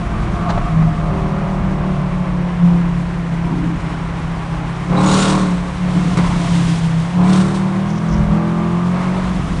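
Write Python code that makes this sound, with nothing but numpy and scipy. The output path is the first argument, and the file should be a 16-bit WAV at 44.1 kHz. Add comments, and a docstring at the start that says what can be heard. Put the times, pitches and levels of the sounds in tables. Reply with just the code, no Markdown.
"""A V8 sports car's exhaust, heard from the car behind, through an underpass and out along a wall.
It drones on the 4th and 5th multiples (orders) of the engine cycle, as sines that follow the speed.
Filtered noise burbles through uneven firing, and puffs of noise snarl and hiss on stabs of the throttle;
pops, thumps and whistles are short bursts.
Underneath lie noise beds for road rumble, tyres and rush, with ringing wheels and suspension clunks."""
import sys
import numpy as np
from scipy import signal
from scipy.fft import rfft, irfft
from scipy.io import wavfile

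SR = 44100
rng = np.random.default_rng(int(sys.argv[2]) if len(sys.argv) > 2 else 0)


def store_pcm(level_fs):
    """Save levels as 16-bit WAV."""
    pcm = np.round(np.clip(level_fs, -1, 1) * 32767).astype(np.int16)
    wavfile.write(sys.argv[1], SR, np.atleast_2d(pcm).T)


N = 423360  # samples, 9.6 s
TIME = np.arange(N) / SR  # s
CONTROL_STEP = 40  # samples between points of a slow control curve

# Spectra of the noise beds and bursts: (frequency [Hz], relative density [dB per Hz])
RUMBLE_COLOUR = [(15, -29), (25, -3), (36, 0), (52, 2), (75, -5.5), (100, -16), (140, -4.5), (260, -23.5)]
TYRE_COLOUR = [(150, -3.5), (300, 3), (470, 0), (860, 1.5), (1100, 1.5), (1500, 0), (2200, -6), (3000, -11),
               (4800, -30.5), (5600, -22), (7500, -44), (10500, -42)]
RUSH_COLOUR = [(900, -6), (1600, 2), (2400, -0.5), (3300, 2.5), (4500, -3.5), (6300, -5.5), (8000, -7.5),
               (10500, -12.5)]
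BURBLE_COLOUR = [(70, -23.5), (105, -2.5), (135, -4.5), (168, 2), (200, -1), (235, -10.5), (330, -37.5)]
GROWL_COLOUR = [(200, -23), (250, -6), (272, 0.5), (286, -13), (303, 5.5), (322, -6.5), (360, -9.5),
                (420, -17.5), (560, -36)]
RASP_COLOUR = [(300, -7), (380, 2.5), (470, -3.5), (540, 0.5), (620, 2.5), (850, -0.5), (1070, 4),
               (1300, -5), (1620, -9), (2200, -6.5), (3000, -19), (4500, -22), (9000, -57)]
JET_COLOUR = [(900, -13.5), (1400, 10.5), (1650, 2.5), (2200, -1.5), (3000, 1.5), (3850, 4.5), (4800, -2),
              (6000, -1.5), (7000, -4.5), (8000, -1), (10500, -11.5)]

# Rumble of the following car, lower where the road is smooth: (time [s], level [dB])
RUMBLE_BED = [(0, -21), (3.6, -27), (5.5, -28), (6.5, -27), (7.75, -35.5), (8.8, -36.5), (9.6, -20.5)]
# Dips in the road that shake its body: (start [s], length [s], level [dB])
JOLTS = [(.5, 0.11, -21), (1.04, 0.085, -30), (1.55, 0.1, -23), (6.24, 0.086, -19.5), (8.08, 0.21, -18)]
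JOLT_ATTACK_S, JOLT_RELEASE_S = 0.071, 0.072
TYRE_DB = -33.5  # middle of the tyre roar's waver
# Rush of air and tyres along the wall: (time [s], level before the rush lift [dB])
RUSH = [(0, -46), (1.0, -48.5), (2.4, -49.5), (5.7, -44), (6.04, -39), (6.65, -33), (7.08, -42.5),
        (8.44, -47), (9.15, -43), (9.6, -41)]

# Soft high rustles as the road dips: (start [s], length [s], level around which it flickers [dB])
RUSTLES = [(7.85, .14, -50), (8.05, 0.08, -46.5)]
RUSTLE_ATTACK_S, RUSTLE_RELEASE_S = 0.07, 0.057

# Suspension clunks: (time [s], knock level [dB], thud level [dB], decay [s])
CLUNKS = [(3.455, -27, -32, 0.03), (3.515, -31, -30, 0.027), (3.675, -27.5, -31, 0.023),
          (6.295, -22, -22, 0.021)]
# What the suspension rings with: (frequency [Hz], width [Hz], level [dB])
CLUNK_MODES = [(790, 150, -4), (950, 110, 3), (1130, 200, -5)]

# Wheels knocking over a bump: (time [s], knock level [dB], rattle level [dB], decay [s])
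# The knock level sets the body knock directly and, with the strike trim, the blow on the wheels.
BUMPS = [(.491, -19, -31, 0.014), (.4995, -18.5, -29.5, 0.013), (0.576, -16.5, -42, 0.010),
         (.823, -17.5, -52, 0.005)]
# Tyres singing, strongest on the first stretch of road: (time [s], level [dB])
SINGING = [(0, -34), (.3, -32), (.46, -24), (.56, -27.5), (.8, -31), (1.0, -31), (1.5, -48), (2.1, -55),
           (9.6, -37)]
# What the wheels ring with: (frequency [Hz], width [Hz], level [dB])
WHEEL_MODES = [(106, 23, 1.5), (697.6, 18, -4), (1138, 120, -3.5)]
# The dull body of a knock: (frequency [Hz], width [Hz], level [dB])
KNOCK_MODES = [(690, 280, -1.5), (1120, 350, -4.5)]
# Loose trim rattling: (frequency [Hz], width [Hz], level [dB])
RATTLE_MODES = [(3680, 830, -3.5), (6350, 1200, -14)]

# Exhaust pops: (time [s], crack level [dB], thud level [dB], decay [s])
POPS = [(5.166, -29, -30, 0.0069), (6.171, -20, -15, 0.0077), (6.184, -37, -19.5, 0.033),
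        (6.239, -44, -23, 0.018), (6.262, -35, -25, 0.013), (7.329, -20.5, -40, 0.0093),
        (7.358, -28, -35, 0.0096), (7.412, -27, -37, 0.0082), (7.543, -31.5, -30, 0.042)]
# Late firings that thump in the silencers: (time [s], level [dB])
THUMPS = [(0.822, -13), (3.52, -10), (5.962, -6), (6.055, -9), (6.17, -8), (6.192, -10.5)]
THUMP_HZ, THUMP_RISE_S = 165.6, 0.0066

# Brief whistles in the jet at full throttle: (time [s], frequency [Hz], level [dB], decay [s])
WHISTLES = [(4.964, 3880, -26, 0.022), (5.055, 6770, -27.5, 0.03), (5.075, 3920, -31, 0.06),
            (5.166, 3800, -35, 0.13), (5.115, 6870, -29, 0.059), (5.193, 7100, -23, 0.022)]
WHISTLE_WIDTH_HZ = 110
# Gas jet at the tailpipes on full throttle: (start [s], held [s], level around which it sputters [dB])
JETS = [(4.915, 0.35, -23.5), (7.17, 0.19, -28.5)]
JET_ATTACK_S, JET_RELEASE_S, JET_IDLE_DB = 0.24, 0.13, -66
# Pipes snarling as the throttle snaps open: (start [s], held [s], level [dB])
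SNARLS = [(4.93, 0.25, -26.5), (7.15, 0.044, -31)]
SNARL_ATTACK_S, SNARL_RELEASE_S = 0.072, 0.028
SNARL_HZ, SNARL_WIDTH_HZ = 1022, 330

# Spells of uneven firing: (start [s], length [s], low burble level [dB], growl level [dB])
BURBLES = [(0.0, 2.12, -27, -40.5), (0.48, 0.46, -30, -36.5), (2.4, 2.8, -40, -39.5),
           (3.43, 0.23, -26.5, -25.5), (3.7, 0.22, -28.5, -34), (4.9, 0.45, -26, -28.5),
           (5.93, 0.31, -21.5, -31.5), (6.27, 0.45, -27, -32.5), (8.1, 0.22, -37, -37),
           (9.27, 0.6, -22, -29.5)]
# Resting levels under the spells: low burble [dB], growl [dB]
EVEN_FIRING_DB = [-32.5, -40]
BURBLE_ATTACK_S, BURBLE_RELEASE_S = 0.037, 0.085

# Engine speed: (time [s], four-stroke cycle rate [cycles per s])
SPEED = [(0, 43.6), (0.2, 42.8), (0.42, 42.5), (0.62, 40.7), (1.0, 39.6), (1.2, 38.9), (1.52, 38.15),
         (1.62, 37.6), (1.85, 37.1), (2.1, 36.05), (2.28, 36.0), (2.42, 35.3), (2.8, 34.5), (3.15, 34.6),
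         (3.35, 33.5), (3.6, 34), (3.9, 33.35), (4.35, 33.4), (4.52, 33), (4.76, 33.5), (4.9, 34.9),
         (5.0, 36.7), (5.1, 37.7), (5.25, 38.2), (5.38, 38.05), (5.52, 35.4), (5.82, 36.05), (6.1, 35.5),
         (6.38, 34.5), (6.58, 34.3), (6.72, 33.45), (7.02, 32.75), (7.13, 35.3), (7.23, 35.8), (7.3, 37.3),
         (7.44, 37.4), (7.52, 38.25), (7.72, 37.7), (7.83, 38.7), (7.95, 41), (8.16, 41.95), (8.29, 40.45),
         (8.44, 41.9), (8.6, 42.35), (8.78, 43.4), (8.92, 44.85), (9.22, 46.2), (9.35, 44.8), (9.6, 45.6)]
# Engine load: (time [s], load [0 coasting, 1 pulling, 2 pulling hard, 3 flat out])
LOAD = [(0, 0.19), (2.9, 0.07), (3.8, 1.7), (4.78, 1.2), (4.93, 3.2), (5.45, 2.4), (5.65, 3), (7.02, 0.62),
        (7.15, 1.3), (7.42, 2.3), (7.65, 1.6), (9.6, 0.84)]
# Strength of each of the eight exhaust pulses in a cycle, in firing order: level [dB]
FIRING_DB = [-11, -9, -5, -6.5, -4.5, -11.5, -5.5, -15.5]
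# Presses of the throttle: (start [s], held [s], low boom drive [dB], order 5 boom drive [dB],
# exhaust note drive [dB], rasp level [dB])
PRESSES = [(0.0, 0.59, -41, -39, -28.5, -37), (0.68, 0.14, -11, -37, -28, -33),
           (0.92, .97, -19.5, -22, -22.5, -39), (1.82, 0.68, -19.5, -19.5, -27.5, -57),
           (2.55, 0.22, -15, -10, -24, -53), (2.8, 0.85, -20, -22, -52, -43),
           (3.7, 1.28, -19, -30.5, -49, -37.5), (4.84, 0.51, -16, -13.5, -12, -25),
           (5.33, 0.22, -32, -15, -26.5, -39), (5.75, 0.78, -18.5, -18, -26, -31),
           (6.45, 0.55, -15.5, -15, -30.5, -53), (7.10, 0.3, -14.5, -11, -14.5, -30),
           (7.39, 0.98, -19, -16, -22, -39), (8.24, 0.43, -20.5, -16.5, -21, -58),
           (8.6, 0.29, -16, -20, -23.5, -45), (8.84, 0.4, -18.5, -15.5, -24, -29)]
# The same four columns with the throttle shut [dB]
SHUT_DB = [-26, -26, -33, -35.5]
# The boom follows the pedal quickly, the note and the rasp more slowly
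BOOM_ATTACK_S, BOOM_RELEASE_S = 0.1, 0.092
NOTE_ATTACK_S, NOTE_RELEASE_S = 0.15, 0.15

# Exhaust notes above the drone, levels relative to each other:
# (multiple of the cycle rate, coasting [dB], pulling [dB], pulling hard [dB], flat out [dB])
ORDERS_DB = [(6, -14, -8, -7, -13), (7, -23, -12, -12, -18), (8, -7, -7, -7, 0), (9, -15, -10, -11, -20),
             (10, -4, -15, -17, -16), (11, -17, -13, -14, -13), (12, -21, -15, -13, -14),
             (13, -16, -22, -26, -25), (14, -11, -9, -16, -8), (15, -14, -12, -19, -13),
             (16, -11, -15, -20, -23), (17, -18, -20, -27, -19), (18, -8, -19, -18, -22),
             (19, -12, -16, -18, -23), (20, -17, -11, -16, -16), (21, -14, -13, -22, -23),
             (22, -12, -15, -20, -17), (23, -14, -8, -17, -19), (24, -16, -12, -21, -17),
             (25, -18, -12, -18, -15), (26, -12, -13, -26, -13), (27, -14, -13, -12, -20),
             (28, -14, -9, -14, -14), (29, -11, -17, -16, -11), (30, -15, -25, -22, -14),
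             (31, -13, -23, -20, -17), (32, -12, -22, -20, -30), (33, -18, -22, -25, -14),
             (36, -16, -26, -20, -23), (37, -22, -24, -33, -18), (38, -27, -34, -25, -20),
             (39, -28, -30, -23, -25), (43, -27, -28, -35, -24)]
# How deeply each note fades in and out: share coasting, pulling, pulling hard, flat out
SCATTER = [.38, .38, .52, .55]
# Standing waves in the exhaust pipes: (frequency [Hz], width [Hz], boost [dB])
PIPES = [(339, 22, 6), (540, 9, 5), (582, 30, 5), (699, 37, 7), (1150, 52, 2)]
# A narrow band rings between the walls at the end of the underpass:
# (start [s], length [s], level of the ring added to the note [dB])
WALL_RING = [(3.8, 0.87, 13)]
WALL_HZ, WALL_WIDTH_HZ = 818, 36
# What the silencers pass of the low orders: (frequency [Hz], gain [dB])
SILENCER = [(68, -25.5), (86, -18), (100, -19), (114, -13.5), (123, -10), (129, -13.5), (136, -8.5),
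            (150, -5.5), (165, 1), (176, -0.5), (188, -1), (205, -6), (214, -6.5), (228, -20)]

CUTOFF_HZ = 10200  # top of the finished sound


def from_db(db):
    """Decibels to gain."""
    return 10 ** (np.asarray(db) / 20)


def rms_one(x):
    """Scale to unit rms."""
    return x / np.sqrt(np.mean(x ** 2) + 1e-20)


def in_time(rows):
    """Draw each column of a curve out to every sample."""
    times, *columns = np.transpose(rows)
    return [np.interp(TIME, times, column) for column in columns]


def drift(rate):
    """Smooth random movement of spread 1, changing about `rate` times a second."""
    pole = np.exp(-2 * np.pi * rate * CONTROL_STEP / SR)
    settling = 2000  # control points dropped while the filter fills
    raw = rng.standard_normal(N // CONTROL_STEP + 2 + settling)
    slow = signal.lfilter([1], [1, -2 * pole, pole * pole], raw)[settling:]
    return np.interp(np.arange(N) / CONTROL_STEP, np.arange(len(slow)), rms_one(slow))


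def tinted(source, colour):
    """Give a flat source the spectrum `colour`, at unit rms."""
    hz, db = np.transpose(colour)
    log_bins = np.log(np.maximum(np.fft.rfftfreq(N, 1 / SR), 1))
    gain = from_db(np.interp(log_bins, np.log(hz), db, left=-np.inf, right=-np.inf))
    return rms_one(irfft(rfft(source) * gain, N))


def noise(colour):
    """Noise with the given spectrum, at unit rms."""
    return tinted(rng.standard_normal(N), colour)


def resonate(x, hz, width_hz):
    """Pass a sound through one resonance with a gain of about 1 at its peak."""
    pole = np.exp(-np.pi * width_hz / SR)
    feed = np.array([1, 0, -1]) * (1 - pole * pole) / 2
    return signal.lfilter(feed, [1, -2 * pole * np.cos(2 * np.pi * hz / SR), pole * pole], x)


def resonate_twice(x, hz, width_hz):
    """Apply one resonance twice for steep skirts, at unit rms."""
    return rms_one(resonate(resonate(x, hz, width_hz), hz, width_hz))


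def ringing(modes):
    """Noise ringing steadily in a few resonances."""
    out = 0
    for hz, width, db in modes:
        # each pass is twice as wide, since two passes narrow the band
        out = out + from_db(db) * resonate_twice(rng.standard_normal(N), hz, 2 * width)
    return out


def bell(hz, centre_hz, width_hz):
    """Response of a resonance at `hz`, 1 at its centre."""
    return 1 / (1 + (2 * (hz - centre_hz) / width_hz) ** 2)


def swells(rows, rest_db, attack_s, release_s):
    """Gain for each level column: events rise, hold and die away, their power added to a resting level."""
    t = TIME[::CONTROL_STEP]
    power = from_db(rest_db).reshape(-1, 1) ** 2 + 0 * t
    for start, length, *levels_db in rows:
        rise = np.sin(np.pi / 2 * np.clip((t - start) / attack_s, 0, 1)) ** 2
        fall = np.exp(-np.maximum(t - start - length, 0) / release_s)
        power = power + np.outer(from_db(levels_db), rise * fall) ** 2
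    return [np.interp(TIME, t, np.sqrt(p)) for p in power]


def struck(s, attack_s, decay_s):
    """Envelope of a blow: a quick rise at time s and an exponential decay."""
    age = np.maximum(TIME - s, 0)
    rise = 1 - np.exp(-np.minimum(age / attack_s, 20))
    return rise * np.exp(-np.minimum(age / decay_s, 20))


def blows(rows, attack_s):
    """Envelopes of the two parts of each blow."""
    out = 0
    for s, first_db, second_db, decay in rows:
        out = out + from_db([[first_db], [second_db]]) * struck(s, attack_s, decay)
    return out


def road(rush_db, waver_db):
    """Rumble of the following car with its jolts, wavering tyre roar, and a brighter rush that swells and sinks."""
    jolts, = swells(JOLTS, -np.inf, JOLT_ATTACK_S, JOLT_RELEASE_S)
    bed_db, = in_time(RUMBLE_BED)
    rumble = np.hypot(from_db(bed_db), jolts) * noise(RUMBLE_COLOUR)
    tyres = from_db(TYRE_DB + waver_db * drift(12)) * noise(TYRE_COLOUR)
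    wall_db, = in_time(RUSH)
    rush = from_db(wall_db + rush_db + waver_db * drift(12)) * noise(RUSH_COLOUR)
    return rumble + tyres + rush


def rustle(flicker_db):
    """Soft, flickering puffs of treble: noise in one high band under a random level."""
    level, = swells(RUSTLES, -np.inf, RUSTLE_ATTACK_S, RUSTLE_RELEASE_S)
    return level * from_db(flicker_db * drift(60)) * ringing([(5600, 850, 0)])


def clunks():
    """The suspension takes a seam in the road: a rattly knock over a dull thud."""
    knock, thud = blows(CLUNKS, attack_s=0.011)
    return knock * ringing(CLUNK_MODES) + thud * noise(GROWL_COLOUR)


def wheels(strike_db, contact_hz):
    """Coarse road rings the wheels; a bump strikes the same modes, knocks the body and sets off a rattle."""
    shudder, rattle = blows(BUMPS, attack_s=0.0016)
    clicks = np.zeros(N)
    for s, knock_db, _, _ in BUMPS:
        clicks[round(s * SR)] = from_db(knock_db + strike_db)
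    # rubber makes the contact soft
    soft_contact = signal.butter(2, contact_hz, fs=SR, output="sos")
    push = signal.sosfilt(soft_contact, clicks + 1e-18)
    knocks = 0
    for hz, width, db in WHEEL_MODES:
        # a narrow mode passes little of a click, so lift it by its sharpness
        knocks = knocks + from_db(db) * resonate(push, hz, width) * SR / (2 * np.pi * width)
    singing_db, = in_time(SINGING)
    singing = from_db(singing_db) * ringing(WHEEL_MODES)
    return knocks + singing + shudder * ringing(KNOCK_MODES) + rattle * ringing(RATTLE_MODES)


def thumps():
    """A late firing swells and rings in the silencers for a few cycles of one low tone."""
    out = np.zeros(N)
    for s, db in THUMPS:
        age = np.clip(TIME - s, 0, 1)
        envelope = age / THUMP_RISE_S * np.exp(1 - age / THUMP_RISE_S)
        out += from_db(db) * envelope * np.sin(2 * np.pi * THUMP_HZ * age)
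    return out


def pops():
    """Unburnt fuel goes off in the pipes: a crack and a thud that die away between the walls."""
    crack, thud = blows(POPS, attack_s=0.0018)
    return crack * noise(JET_COLOUR) + thud * noise(RASP_COLOUR)


def whistles(attack_s):
    """The jet catches an edge and whistles for a moment in a narrow band."""
    out = 0
    for s, hz, db, decay in WHISTLES:
        out = out + struck(s, attack_s, decay) * ringing([(hz, WHISTLE_WIDTH_HZ, db)])
    return out


def jet(gas, flow, sputter_db):
    """Under full throttle the gas hisses out of the tailpipes, puff by puff."""
    return flow * from_db(sputter_db * drift(40)) * tinted(gas, JET_COLOUR)


def snarl(gas):
    """The first hard puffs of a throttle stab excite a broad pipe resonance."""
    level, = swells(SNARLS, -np.inf, SNARL_ATTACK_S, SNARL_RELEASE_S)
    return level * resonate_twice(gas, SNARL_HZ, SNARL_WIDTH_HZ)


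def rough_firing(gas, rasp):
    """Uneven combustion stirs the low pipe resonances; each puff tears into a rasp."""
    burble, growl = swells(BURBLES, EVEN_FIRING_DB, BURBLE_ATTACK_S, BURBLE_RELEASE_S)
    return burble * noise(BURBLE_COLOUR) + growl * noise(GROWL_COLOUR) + rasp * tinted(gas, RASP_COLOUR)


def crank(wobble):
    """Cycle rate and cycles turned; the speed is never quite steady."""
    speed, = in_time(SPEED)
    rate = speed * (1 + wobble * drift(9.5))
    return rate, np.cumsum(rate) / SR


def puffs(cycles, depth, throb, repeat):
    """Eight unequal puffs of turbulent gas a cycle; part of their ragged shape comes back every cycle."""
    firing = cycles * len(FIRING_DB)
    strength = from_db(FIRING_DB)[firing.astype(int) % len(FIRING_DB)]
    depth, throb, repeat = np.clip([depth, throb, repeat], 0, 1)
    pulses = 1 - depth + depth * 2 * strength * np.sin(np.pi * firing) ** 2
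    gate = pulses * (1 + throb * np.cos(2 * np.pi * cycles))
    shape = rng.standard_normal(size=1200)  # points over one cycle
    recurring = rms_one(np.interp(cycles % 1, np.linspace(0, 1, len(shape)), shape))
    fresh = rng.standard_normal(N)
    return gate * (np.sqrt(repeat) * recurring + np.sqrt(1 - repeat) * fresh)


def exhaust_note(rate, cycles, fade_rate):
    """Upper orders follow the load and swell across pipe and wall resonances; reflections fade each its own way."""
    speeds = np.linspace(rate.min(), rate.max(), 400)
    load, = in_time(LOAD)
    steps = np.arange(len(SCATTER))
    scatter = np.interp(load, steps, SCATTER)
    walls, = swells(WALL_RING, -np.inf, NOTE_ATTACK_S, NOTE_RELEASE_S)
    out = 0
    for order, *levels_db in ORDERS_DB:
        order = round(order)
        pipe_db = sum(db * bell(order * speeds, hz, width) for hz, width, db in PIPES)
        gain = from_db(np.interp(load, steps, levels_db) + np.interp(rate, speeds, pipe_db))
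        gain = gain * (1 + walls * bell(order * rate, WALL_HZ, WALL_WIDTH_HZ))
        angle = 2 * np.pi * (order * cycles + rng.random())
        # the steady tone plus reflections that wander in strength and phase
        in_phase = (1 + scatter * drift(fade_rate)) * np.sin(angle)
        sideways = scatter * drift(fade_rate) * np.cos(angle)
        out = out + gain * (in_phase + sideways)
    return out / np.sqrt(1 + 2 * scatter ** 2)


def drone(rate, cycles, flutter_db, coasting_db):
    """Orders 2 to 5 boom as speed carries them through the silencers' resonance; 2 and 3 sink when coasting."""
    low, fifth, _, _ = swells(PRESSES, SHUT_DB, BOOM_ATTACK_S, BOOM_RELEASE_S)
    load, = in_time(LOAD)
    deep = low * from_db(coasting_db * np.maximum(1 - load, 0))
    hz, db = np.transpose(SILENCER)
    out = 0
    for order, drive in enumerate([deep, deep, low, fifth], 2):
        gain = drive * from_db(np.interp(order * rate, hz, db) + flutter_db * drift(12.8))
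        out = out + np.sqrt(2) * gain * np.sin(2 * np.pi * (order * cycles + rng.random()))
    return out


def scene():
    """Mix the exhaust over the road noise."""
    rolling = wheels(strike_db=-2.5, contact_hz=1200) + clunks()
    rolling = rolling + road(rush_db=2.0, waver_db=1.0) + rustle(flicker_db=6.0)

    rate, cycles = crank(wobble=0.00041)
    gas = puffs(cycles, depth=0.36, throb=0.21, repeat=0.4)
    rasping_gas = puffs(cycles, depth=0.37, throb=0.22, repeat=0.072)
    _, _, note, rasp = swells(PRESSES, SHUT_DB, NOTE_ATTACK_S, NOTE_RELEASE_S)
    flow, = swells(JETS, JET_IDLE_DB, JET_ATTACK_S, JET_RELEASE_S)
    bursts = snarl(gas) + jet(gas, flow, sputter_db=1.5) + whistles(attack_s=0.004) + pops() + thumps()

    # at full throttle single firings come early or late, strong or weak, which frays the high orders most
    strain = np.sqrt(flow / flow.max())
    ragged_cycles = cycles + 0.0019 * strain * drift(28)
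    shaken_note = note * from_db(-5.0 + 1.3 * strain * drift(35))
    tones = drone(rate, cycles, flutter_db=1.63, coasting_db=-5.0)
    tones = tones + shaken_note * exhaust_note(rate, ragged_cycles, fade_rate=3.4)
    return (tones + rough_firing(rasping_gas, rasp) + bursts + rolling)[None]


def record(dry):
    """Round off the highest peaks and cut the top steeply."""
    rounded = dry / (1 + (dry / 0.95) ** 8) ** (1 / 8)
    top_cut = signal.ellip(10, 0.2, 90, CUTOFF_HZ, fs=SR, output="sos")
    return signal.sosfilt(top_cut, rounded)


dry = scene()
out = record(dry)
store_pcm(out)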